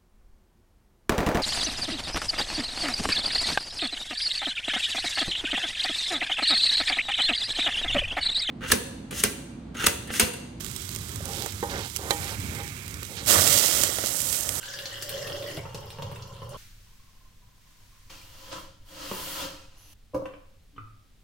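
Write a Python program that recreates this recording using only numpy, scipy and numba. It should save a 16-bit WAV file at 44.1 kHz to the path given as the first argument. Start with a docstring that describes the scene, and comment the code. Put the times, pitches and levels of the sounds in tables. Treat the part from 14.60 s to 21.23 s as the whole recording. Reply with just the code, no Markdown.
"""Iced coffee on a kitchen counter

Water splashes and gurgles into a tall glass jar, whose air column rises in pitch as it fills.
Powder trickles in, the drink is whisked to a hissing froth, then a tumbler knocks and clinks
against the jar. Each step starts and stops abruptly; a small tiled room rings over a low rumble."""
import sys
import numpy as np
from scipy import signal
from scipy.fft import rfft, irfft, next_fast_len
from scipy.io import wavfile
from numba import njit

SR = 44100
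rng = np.random.default_rng(int(sys.argv[2]) if len(sys.argv) > 2 else 0)


def transcribe(u):
    """Save the signal u as a 16-bit wav file named by the first command-line argument.

    u: samples, shape (n,) or (channels, n), limited to [-1, 1]; the rate is SR.
    q: integer samples, one column per channel.
    """
    v = np.clip(np.atleast_2d(u).T, -1, 1)
    q = np.round(v * 32767).astype(np.int16)
    wavfile.write(sys.argv[1], SR, q)


N = 292383

# quarter-wave resonance of the air above the drink: time_s, pitch_hz
AIR_PITCH = [(0, 527), (.36, 598), (.7, 602), (.98, 668), (1.02, 900), (1.28, 876), (1.42, 947),
             (1.95, 1025)]
# modes of the jar's glass wall: pitch_hz, width_hz, gain_db
GLASS_MODES = [(1865, 140, -4), (2830, 49, 8.5), (3156, 74, 6.5), (3240, 36, -10), (4280, 130, 0.5)]


def amp(db):
    """Decibels to gain."""
    return 10 ** (np.asarray(db) / 20)


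def unit(x):
    """x at rms 1."""
    return x / np.sqrt(np.mean(x ** 2) + 1e-20)


def peak(x):
    """x with its peak at 1."""
    return x / (np.abs(x).max() + 1e-20)


def along(points, hz):
    """Read (freq_hz, value) points on a log frequency axis."""
    freqs, values = np.transpose(points)
    return np.interp(np.log(hz + 1), np.log(freqs), values)


def curves(rows):
    """One automation curve for each column after the time."""
    times, *columns = np.transpose(rows)
    return [np.interp(np.arange(N) / SR, times, column) for column in columns]


def during(start_s, stop_s):
    """A gate with 8 ms ramps."""
    t = np.arange(N) / SR
    return np.clip(np.minimum(t - start_s, stop_s - t) / .008, 0, 1)


def add(track, start_s, sound):
    """Mix a sound into a track."""
    part = track[..., max(round(start_s * SR), 0):][..., :sound.shape[-1]]
    part += sound[..., :part.shape[-1]]


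def colour(x, eq):
    """Minimum-phase EQ through (freq_hz, gain_db) points."""
    n = x.shape[-1]
    size = 2 * next_fast_len(n // 2 + 4096)
    cepstrum = irfft(np.log(amp(along(eq, np.fft.rfftfreq(size, 1 / SR)))))
    cepstrum[1:size // 2] *= 2
    cepstrum[size // 2 + 1:] = 0
    return irfft(rfft(x, size) * np.exp(rfft(cepstrum)), size)[..., :n]


def resonate(x, modes):
    """x through parallel resonances: pitch_hz, width_hz, gain_db."""
    size = next_fast_len(N + 8192)
    f = np.fft.rfftfreq(size, 1 / SR)
    response = sum(amp(db) * 1j * f * width / (hz * hz - f * f + 1j * f * width)
                   for hz, width, db in modes)
    return irfft(rfft(x, size) * response, size)[:N]


@njit
def glide(x, step, radius):
    """A one-pole resonator, retuned every sample."""
    y, z = np.zeros(len(x)), 0j
    for i in range(len(x)):
        z = z * radius * step[i] + 2 * (1 - radius) * x[i]
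        y[i] = z.real
    return y


def moving_ring(x, hz, width_hz):
    """x through one resonance that follows a pitch curve."""
    return glide(x, np.exp(2j * np.pi * hz / SR), np.exp(-np.pi * width_hz / SR))


def wavering(hz, stray=.06):
    """A pitch curve that strays at random every 2048 samples."""
    return hz * np.exp(stray * rng.standard_normal(N // 2048 + 1).repeat(2048)[:N])


def wide(source, shared):
    """A stereo texture of rms 1: partly common to both ears, partly each ear's own."""
    return unit(shared * source() + np.array([source(), source()]))


def crackle(per_s, spread_db, smooth):
    """Random tiny impacts of uneven size over a share of smooth noise."""
    hits = rng.random(N) < per_s / SR
    sizes = amp(spread_db * np.minimum(rng.exponential(size=N), 3))
    signs = np.sign(rng.standard_normal(N))
    return unit(hits * sizes * signs) + smooth * rng.standard_normal(N)


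def ring(modes, attack_s):
    """One strike on a set of modes: pitch_hz, level_db, t60_s."""
    t = np.arange(SR // 2) / SR
    waves = sum(amp(db + rng.normal(0, 1) - 60 * t / t60_s) * np.sin(2 * np.pi * hz * t)
                for hz, db, t60_s in modes)
    return waves * (1 - np.exp(-t / attack_s))


def burst(eq, t60_s):
    """A dying puff of coloured noise."""
    t = np.arange(SR // 2) / SR
    return colour(amp(-60 * t / t60_s) * rng.standard_normal(len(t)), eq)


def room(x, send_db):
    """The tiled kitchen: direct sound plus a diffuse stereo tail, boosted most in the treble."""
    # reverb time: freq_hz, t60_s
    decay = [(100, 0.43), (1200, 0.64), (4000, 0.5), (12000, 0.24)]
    hz, t, noise = signal.stft(rng.standard_normal((2, SR // 2)), SR, nperseg=256)
    side = noise[1] * np.minimum(hz / 650, 1)[:, None]  # long waves reach both ears alike
    early = 1 + 1.25 * np.exp(-t / .0099)  # counter and wall are close
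    ears = np.array([noise[0] + side, noise[0] - side]) * early
    ears *= amp(-60 * t / along(decay, hz)[:, None])
    tail = np.pad(signal.istft(ears, SR, nperseg=256)[1], ((0, 0), (SR // 500, 0)))  # 2 ms pre-delay
    tail *= amp(send_db) / np.linalg.norm(tail[0])
    tail = colour(tail, [(3000, 5.1), (9000, 11.4)])  # tiles throw the treble back
    tail[:, 0] = 1  # direct sound
    return signal.fftconvolve(x[None], tail, axes=1)[:, :len(x)] / np.sqrt(1 + amp(send_db) ** 2 / 2)


def room_tone():
    """A low rumble, nearly alike at both ears, under a faint hush."""
    # spectra of the two beds: freq_hz, gain_db
    rumble_eq = [(27, 0.5), (65, -13.5), (105, -6.5), (150, -25.5), (250, -33), (600, -78.5)]
    hush_eq = [(100, -5.5), (200, -7.5), (340, -16.5), (1000, -23.5), (3500, -22.5), (12000, -32)]
    # the rumble's slow swells: time_s, level_db
    swells = [(0, -57), (1.8, -50.5), (3.1, -57), (3.8, -50), (6.6, -57)]
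    rumble = wide(lambda: colour(rng.standard_normal(N), rumble_eq), shared=13.5)
    hush = wide(lambda: colour(rng.standard_normal(N), hush_eq), shared=.9)
    return amp(curves(swells)[0]) * rumble + amp(-63.5) * hush


def powder():
    """Fine grains whisper into the jar; small clumps land and faintly sound its air."""
    # hiss of sliding grains: freq_hz, gain_db
    grit_eq = [(400, -20), (1600, -2), (6000, -3), (10000, -9)]
    # the trickle: time_s, level_db
    trickle = [(2.0, -50.5), (2.154, -59.5), (2.92, -67), (3.104, -61), (3.47, -61)]
    hiss = wide(lambda: colour(rng.standard_normal(N), grit_eq), shared=.45)
    landings = crackle(per_s=40, spread_db=1, smooth=.2)
    air = moving_ring(landings, wavering(curves(AIR_PITCH)[0]), width_hz=50)
    clumps = unit(room(air, send_db=0)) * during(2.25, 3.5)
    return amp(curves(trickle)[0]) * hiss * during(1.965, 3.5) + amp(-69.5) * clumps


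def clinks():
    """After a soft low nudge, the tumbler's rim ticks on the jar, then rings."""
    # rim contacts: start_s, ring_db, tick_db, tick_hz
    contacts = [(6.163, -55, -43.5, 3080), (6.180, -34, -41.5, 2340)]
    # the tumbler's modes: pitch_hz, level_db, t60_s
    tumbler_modes = [(108.2, -11.5, 0.46), (269, -9, 0.1), (1221, -8, 0.15), (1287, -2, 0.048)]
    track = np.zeros(N)
    for start_s, ring_db, tick_db, hz in contacts:
        tick = peak(burst([(300, 0), (hz * .75, -9), (hz, 2), (4200, -28), (12000, -50)], t60_s=.03))
        add(track, start_s, amp(ring_db) * ring(tumbler_modes, attack_s=.0007) + amp(tick_db) * tick)
    nudge = ring([(282.4, 0, .19)], attack_s=.018)
    add(track, 6.13, amp(-47) * nudge)
    return room(track, send_db=-3.5)


def blow(ring_db, thump_db, rattle_db):
    """A blow thuds through jar and counter, and the contact rattles."""
    # modes of the jar on the counter: pitch_hz, level_db, t60_s
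    thud_modes = [(91, -14.5, 0.12), (121.5, -18.5, 0.15), (295, -6.5, 0.084), (528, 0, 0.082),
                  (558, -10.5, 0.065), (1013, -3, 0.023)]
    # spectra of the impact noises: freq_hz, gain_db
    thump_eq = [(60, -16), (125, -6), (190, 1.5), (260, -11), (450, -6), (750, -18), (1100, -6.5),
                (2000, -33.5), (8000, -42.5)]
    rattle_eq = [(100, -10), (1200, 0), (2900, -2), (3800, -20), (15000, -42)]
    body = amp(ring_db) * ring(thud_modes, attack_s=.0026)
    thump = amp(thump_db) * peak(burst(thump_eq, t60_s=.1))
    rattle = amp(rattle_db) * peak(burst(rattle_eq, t60_s=.02))
    return room(np.pad(body + thump + rattle, (0, SR // 2)), send_db=-4.5)


def knocks():
    """The whisk bumps the jar dully; the tumbler makes it ring, its hardest blow with a glassy click."""
    # whisk on jar: start_s, thump_db
    whisk_bumps = [(3.928, -39), (4.513, -25)]
    # tumbler on jar: start_s, ring_db, rattle_db
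    tumbler_hits = [(5.535, -34, -70), (5.545, -18.5, -47), (5.562, -24, -64), (5.620, -29.5, -70),
                    (5.656, -31.5, -31), (5.737, -42.5, -38)]
    track = np.zeros((2, N))
    for start_s, thump_db in whisk_bumps:
        add(track, start_s, blow(thump_db - 7, thump_db, thump_db - 4.5))
    for start_s, ring_db, rattle_db in tumbler_hits:
        add(track, start_s, blow(ring_db, ring_db - 12.5, rattle_db))
    hardest_s = max(tumbler_hits, key=lambda hit: hit[1])[0]
    click = burst([(5500, 4.5), (7500, -5), (14000, -8)], t60_s=.017)
    add(track, hardest_s, amp(-42.5) * room(click, send_db=-1.5))
    return track


def whisk():
    """Whisking tears the surface into froth and spray, rings the jar's wall and shakes the counter."""
    # fader rides for two passes, ahead of the mix trims: time_s, churn_db, froth_db, spray_db
    passes = [
        [(3.5, -57.5, -49.5, -58), (3.69, -63.5, -57.5, -60), (3.905, -52.5, -51, -58),
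         (3.928, -41.5, -42, -62), (3.99, -43.5, -49.5, -53.5), (4.2, -68, -69.5, -87)],
        [(4.25, -71, -69, -70), (4.288, -61, -57.5, -60), (4.42, -45.5, -44.5, -53), (4.55, -46.5, -43.5, -43),
         (4.72, -46, -42, -40.5), (4.83, -38.5, -38, -44), (4.92, -47, -48, -57.5), (5.11, -67, -64, -82),
         (5.33, -72, -61, -62)],
    ]
    # spectra of the torn surface: freq_hz, gain_db
    froth_eq = [(200, -8), (800, -1.5), (2400, -2.5), (4600, 0.5), (6600, -3.5), (15000, -24)]
    spray_eq = [(3000, -35), (7000, 3), (15000, 6.5)]
    # a thin ring in the froth climbs, then wanders: time_s, pitch_hz
    thin_pitch = [(3.55, 2500), (3.88, 3310), (4.35, 3030), (4.8, 3150), (5.05, 2730)]
    # resonances of the counter and of a closing whistle: pitch_hz, width_hz, gain_db
    counter_modes = [(117.4, 21, 7), (173, 17, 2.5), (290, 28, 4), (519, 33, 7.5), (1000, 71, 4),
                     (1263, 48, 0)]
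    whistle_modes = [(6050, 200, 0), (11000, 900, -5)]
    fizz = lambda: crackle(per_s=7000, spread_db=3, smooth=.8)
    froth = wide(lambda: colour(fizz(), froth_eq), shared=.75)
    glass = resonate(crackle(per_s=1500, spread_db=1.5, smooth=.27), GLASS_MODES)
    wall = unit(room(glass, send_db=-12))
    spray = wide(lambda: colour(fizz(), spray_eq), shared=.14)
    counter = resonate(crackle(per_s=900, spread_db=2, smooth=.088), counter_modes)
    churn = unit(room(colour(counter, [(1400, 2.5), (3000, -12)]), send_db=-2))
    thin = wide(lambda: moving_ring(fizz(), wavering(curves(thin_pitch)[0]), width_hz=105), shared=.85)
    hiss = amp(1.5) * froth + amp(-6.5) * thin + amp(-7) * wall
    churn_db, froth_db, spray_db = curves(np.vstack(passes))
    mix = amp(froth_db) * hiss + amp(spray_db + 3.5) * spray + amp(churn_db + 1.5) * churn
    add(mix, 3.613, amp(-42) * ring([(2400, 0, .028)], attack_s=.002))  # one larger bubble pops
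    whistle = wide(lambda: resonate(fizz(), whistle_modes), shared=1)
    return mix * during(3.494, 5.342) + amp(-60) * whistle * during(5.17, 5.34)


def droplets():
    """Single droplets snap on the glass and ping at their own pitch."""
    # the loudest droplets: start_s, level_db, pitch_hz, edge_db
    hits = [(0.0292, -27, 3270, -33), (0.056, -31, 5250, -33), (0.086, -30.5, 5600, -58),
            (0.1368, -25, 5000, -52), (.188, -23, 3370, -56), (0.2563, -22, 4300, -56),
            (0.4234, -20, 5450, -25.5), (0.4932, -26.5, 3030, -20), (0.6727, -24, 3000, -33.5),
            (0.824, -27.5, 3350, -53), (.876, -37, 3040, -36.5), (.914, -35, 2800, -42),
            (.971, -28, 3040, -35), (1.1459, -29, 5100, -33), (1.304, -29.5, 3670, -39),
            (1.4222, -27, 4160, -61), (1.514, -41, 3140, -43), (1.5585, -34, 2740, -44),
            (1.6228, -32.5, 4800, -62), (1.765, -40.5, 3270, -56), (1.8927, -43, 6100, -33)]
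    track = np.zeros(N)
    for start_s, level_db, hz, edge_db in hits:
        ping = ring([(hz, 0, .011)], attack_s=.0002)
        snap = peak(burst([(hz / 3, -12), (hz, 0), (hz * 1.3, -5), (hz * 2, -24)], t60_s=.022))
        edge = peak(burst([(3000, -16), (9000, .5), (15000, -3.5)], t60_s=.011))
        add(track, start_s, amp(level_db) * (amp(-9) * ping + amp(-2) * snap) + amp(edge_db) * edge)
    return room(track, send_db=-5) * during(-1, 1.975)


def gulps():
    """Big pockets of air, driven under the surface, gulp and sound the jar's air column."""
    # air pockets: start_s, level_db
    pockets = [(.519, -35.5), (0.667, -31.5), (.702, -30.5), (.975, -25.5), (1.053, -30.5), (1.145, -29),
               (1.385, -30), (1.421, -29.5), (1.515, -30), (1.818, -32), (1.944, -33.5)]
    # a gulp's low body: pitch_hz, level_db, t60_s
    body_modes = [(118.3, -5, 0.1), (514, -3, 0.046)]
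    track = np.zeros(N)
    for start_s, level_db in pockets:
        air_hz = np.interp(start_s, *np.transpose(AIR_PITCH))
        body = ring(body_modes + [(air_hz, -5, .035), (3 * air_hz, -14.5, .035)], attack_s=.0008)
        splat = peak(burst([(1100, -.5), (3000, -13), (7000, -27)], t60_s=.043))
        add(track, start_s, amp(level_db) * (body + .5 * splat))
    return room(track, send_db=-3.5) * during(-1, 1.975)


def bubbles(hz, scatter, cycles, rise, spread_db, count, samples):
    """Bubbles over the first 2 s: sines that rise in pitch and fall to 1/e in `cycles` periods."""
    when, tuning, size = np.hsplit(rng.random((count, 3)), 3)
    pitch_hz = hz * np.exp(scatter * (2 * tuning - 1))
    phase = pitch_hz * np.arange(samples) / SR
    age = phase / cycles
    gain = amp(-spread_db * np.log(np.maximum(size, .04)))
    waves = gain * np.exp(-age) * np.sin(2 * np.pi * phase * (1 + rise * np.minimum(age, 2)))
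    at = (when * 2 * SR).astype(int) + np.arange(samples)
    return unit(np.bincount(at.ravel(), waves.ravel(), N)) * np.sqrt(2 * SR / N)


def air_column(x, harmonic, width_hz):
    """The air above the drink rings at an odd multiple of its quarter-wave pitch."""
    return moving_ring(x, harmonic * curves(AIR_PITCH)[0], width_hz)


def slosh(end_s=1.005, swell_db_per_s=23):
    """A low slosh swells under the early pour, then stops abruptly."""
    # spectrum of shallow water: freq_hz, gain_db
    slosh_eq = [(220, -24), (310, 2.5), (420, -6), (480, -8), (800, -44)]
    water = colour(crackle(per_s=310, spread_db=5.5, smooth=.25), slosh_eq)
    level_db = -45.5 + swell_db_per_s * np.minimum(np.arange(N) / SR - end_s, 0)
    return amp(level_db) * unit(room(water, send_db=-7)) * during(-1, end_s)


def pour():
    """The stream splashes, traps bubbles and drums on the counter: less splash, more drum as it fills."""
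    # how hard the stream plunges: time_s, gurgle_db
    plunge = [(.04, -64), (.22, -49.5), (.47, -48.5), (.53, -40), (.97, -40.5), (1.07, -46.5), (1.26, -42),
              (1.36, -46.5), (1.41, -41), (1.79, -47), (1.835, -46), (1.96, -40)]
    # spectra of surface, trapped air and counter: freq_hz, gain_db
    splash_eq = [(400, -5.5), (1500, 1.5), (2500, -17), (2950, 2.5), (3700, -9), (5400, -1.5), (7000, -9),
                 (15500, -6)]
    gurgle_eq = [(330, -18), (480, -4.5), (545, -1), (700, -14.5), (1300, -8), (2500, -20), (6000, -82)]
    thrum_eq = [(30, -25), (85, -2.5), (122, 2.5), (160, -8), (195, -6), (330, -71)]
    plunge_db = curves(plunge)[0]
    air_cm = 34300 / curves(AIR_PITCH)[0] / 4  # a quarter wavelength; sound speed in cm/s
    depth_cm = air_cm[0] - air_cm
    flowing = during(-1, 1.972)

    def stream(x, send_db):
        """A layer in the room, gated to the pour and near rms 1 while it flows."""
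        return unit(room(x, send_db) * flowing) * np.sqrt(flowing.mean())

    def fader(empty_db, db_per_cm, plunge_share):
        """A gain that follows the water's depth and the force of the plunge."""
        return amp(empty_db + db_per_cm * depth_cm + plunge_share * (plunge_db - plunge_db.mean()))

    hiss = .52 * rng.standard_normal(N)
    fizz = bubbles(hz=4400, scatter=.5, cycles=3.2, rise=.05, spread_db=5.3, count=950, samples=500)
    splash = stream(colour(hiss + fizz, splash_eq), send_db=-5)
    tiny = bubbles(hz=7000, scatter=.75, cycles=1.6, rise=.02, spread_db=5.6, count=460, samples=200)
    drips = stream(tiny, send_db=-4)
    medium = bubbles(hz=1800, scatter=.25, cycles=7, rise=.03, spread_db=4, count=330, samples=1000)
    hollow = stream(air_column(medium, harmonic=3, width_hz=260), send_db=-2)
    large = bubbles(hz=600.2, scatter=.825, cycles=4.8, rise=.037, spread_db=-1.5, count=900,
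                    samples=1600)
    trapped = colour(large + crackle(per_s=1300, spread_db=20, smooth=.067), gurgle_eq)
    gurgle = stream(trapped + amp(13) * air_column(trapped, harmonic=1, width_hz=65), send_db=-4)
    thrum = stream(colour(crackle(per_s=260, spread_db=-2, smooth=1), thrum_eq), send_db=-7)
    wall = stream(resonate(crackle(per_s=300, spread_db=6, smooth=.2), GLASS_MODES), send_db=-19)
    return (gurgle * amp(plunge_db)
            + splash * fader(empty_db=-36, db_per_cm=-2.66, plunge_share=.26)
            + drips * fader(empty_db=-46.5, db_per_cm=-1.67, plunge_share=.31)
            + hollow * fader(empty_db=-46.5, db_per_cm=-1.33, plunge_share=.12)
            + wall * fader(empty_db=-46.5, db_per_cm=-1.9, plunge_share=.66)
            + thrum * fader(empty_db=-50.5, db_per_cm=.79, plunge_share=.27))


def scene():
    """Water, powder, whisk and glassware over the room tone."""
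    water = pour() + slosh() + droplets() + gulps()
    return water + powder() + whisk() + knocks() + clinks() + room_tone()


def record(dry):
    """A brick-wall low-pass takes off the very top of the treble."""
    cutoff_hz = 15850
    size = next_fast_len(N + 8192)
    passband = np.fft.rfftfreq(size, 1 / SR) < cutoff_hz
    return irfft(rfft(dry, size) * passband, size)[:, :N]


dry = scene()
out = record(dry)
transcribe(out)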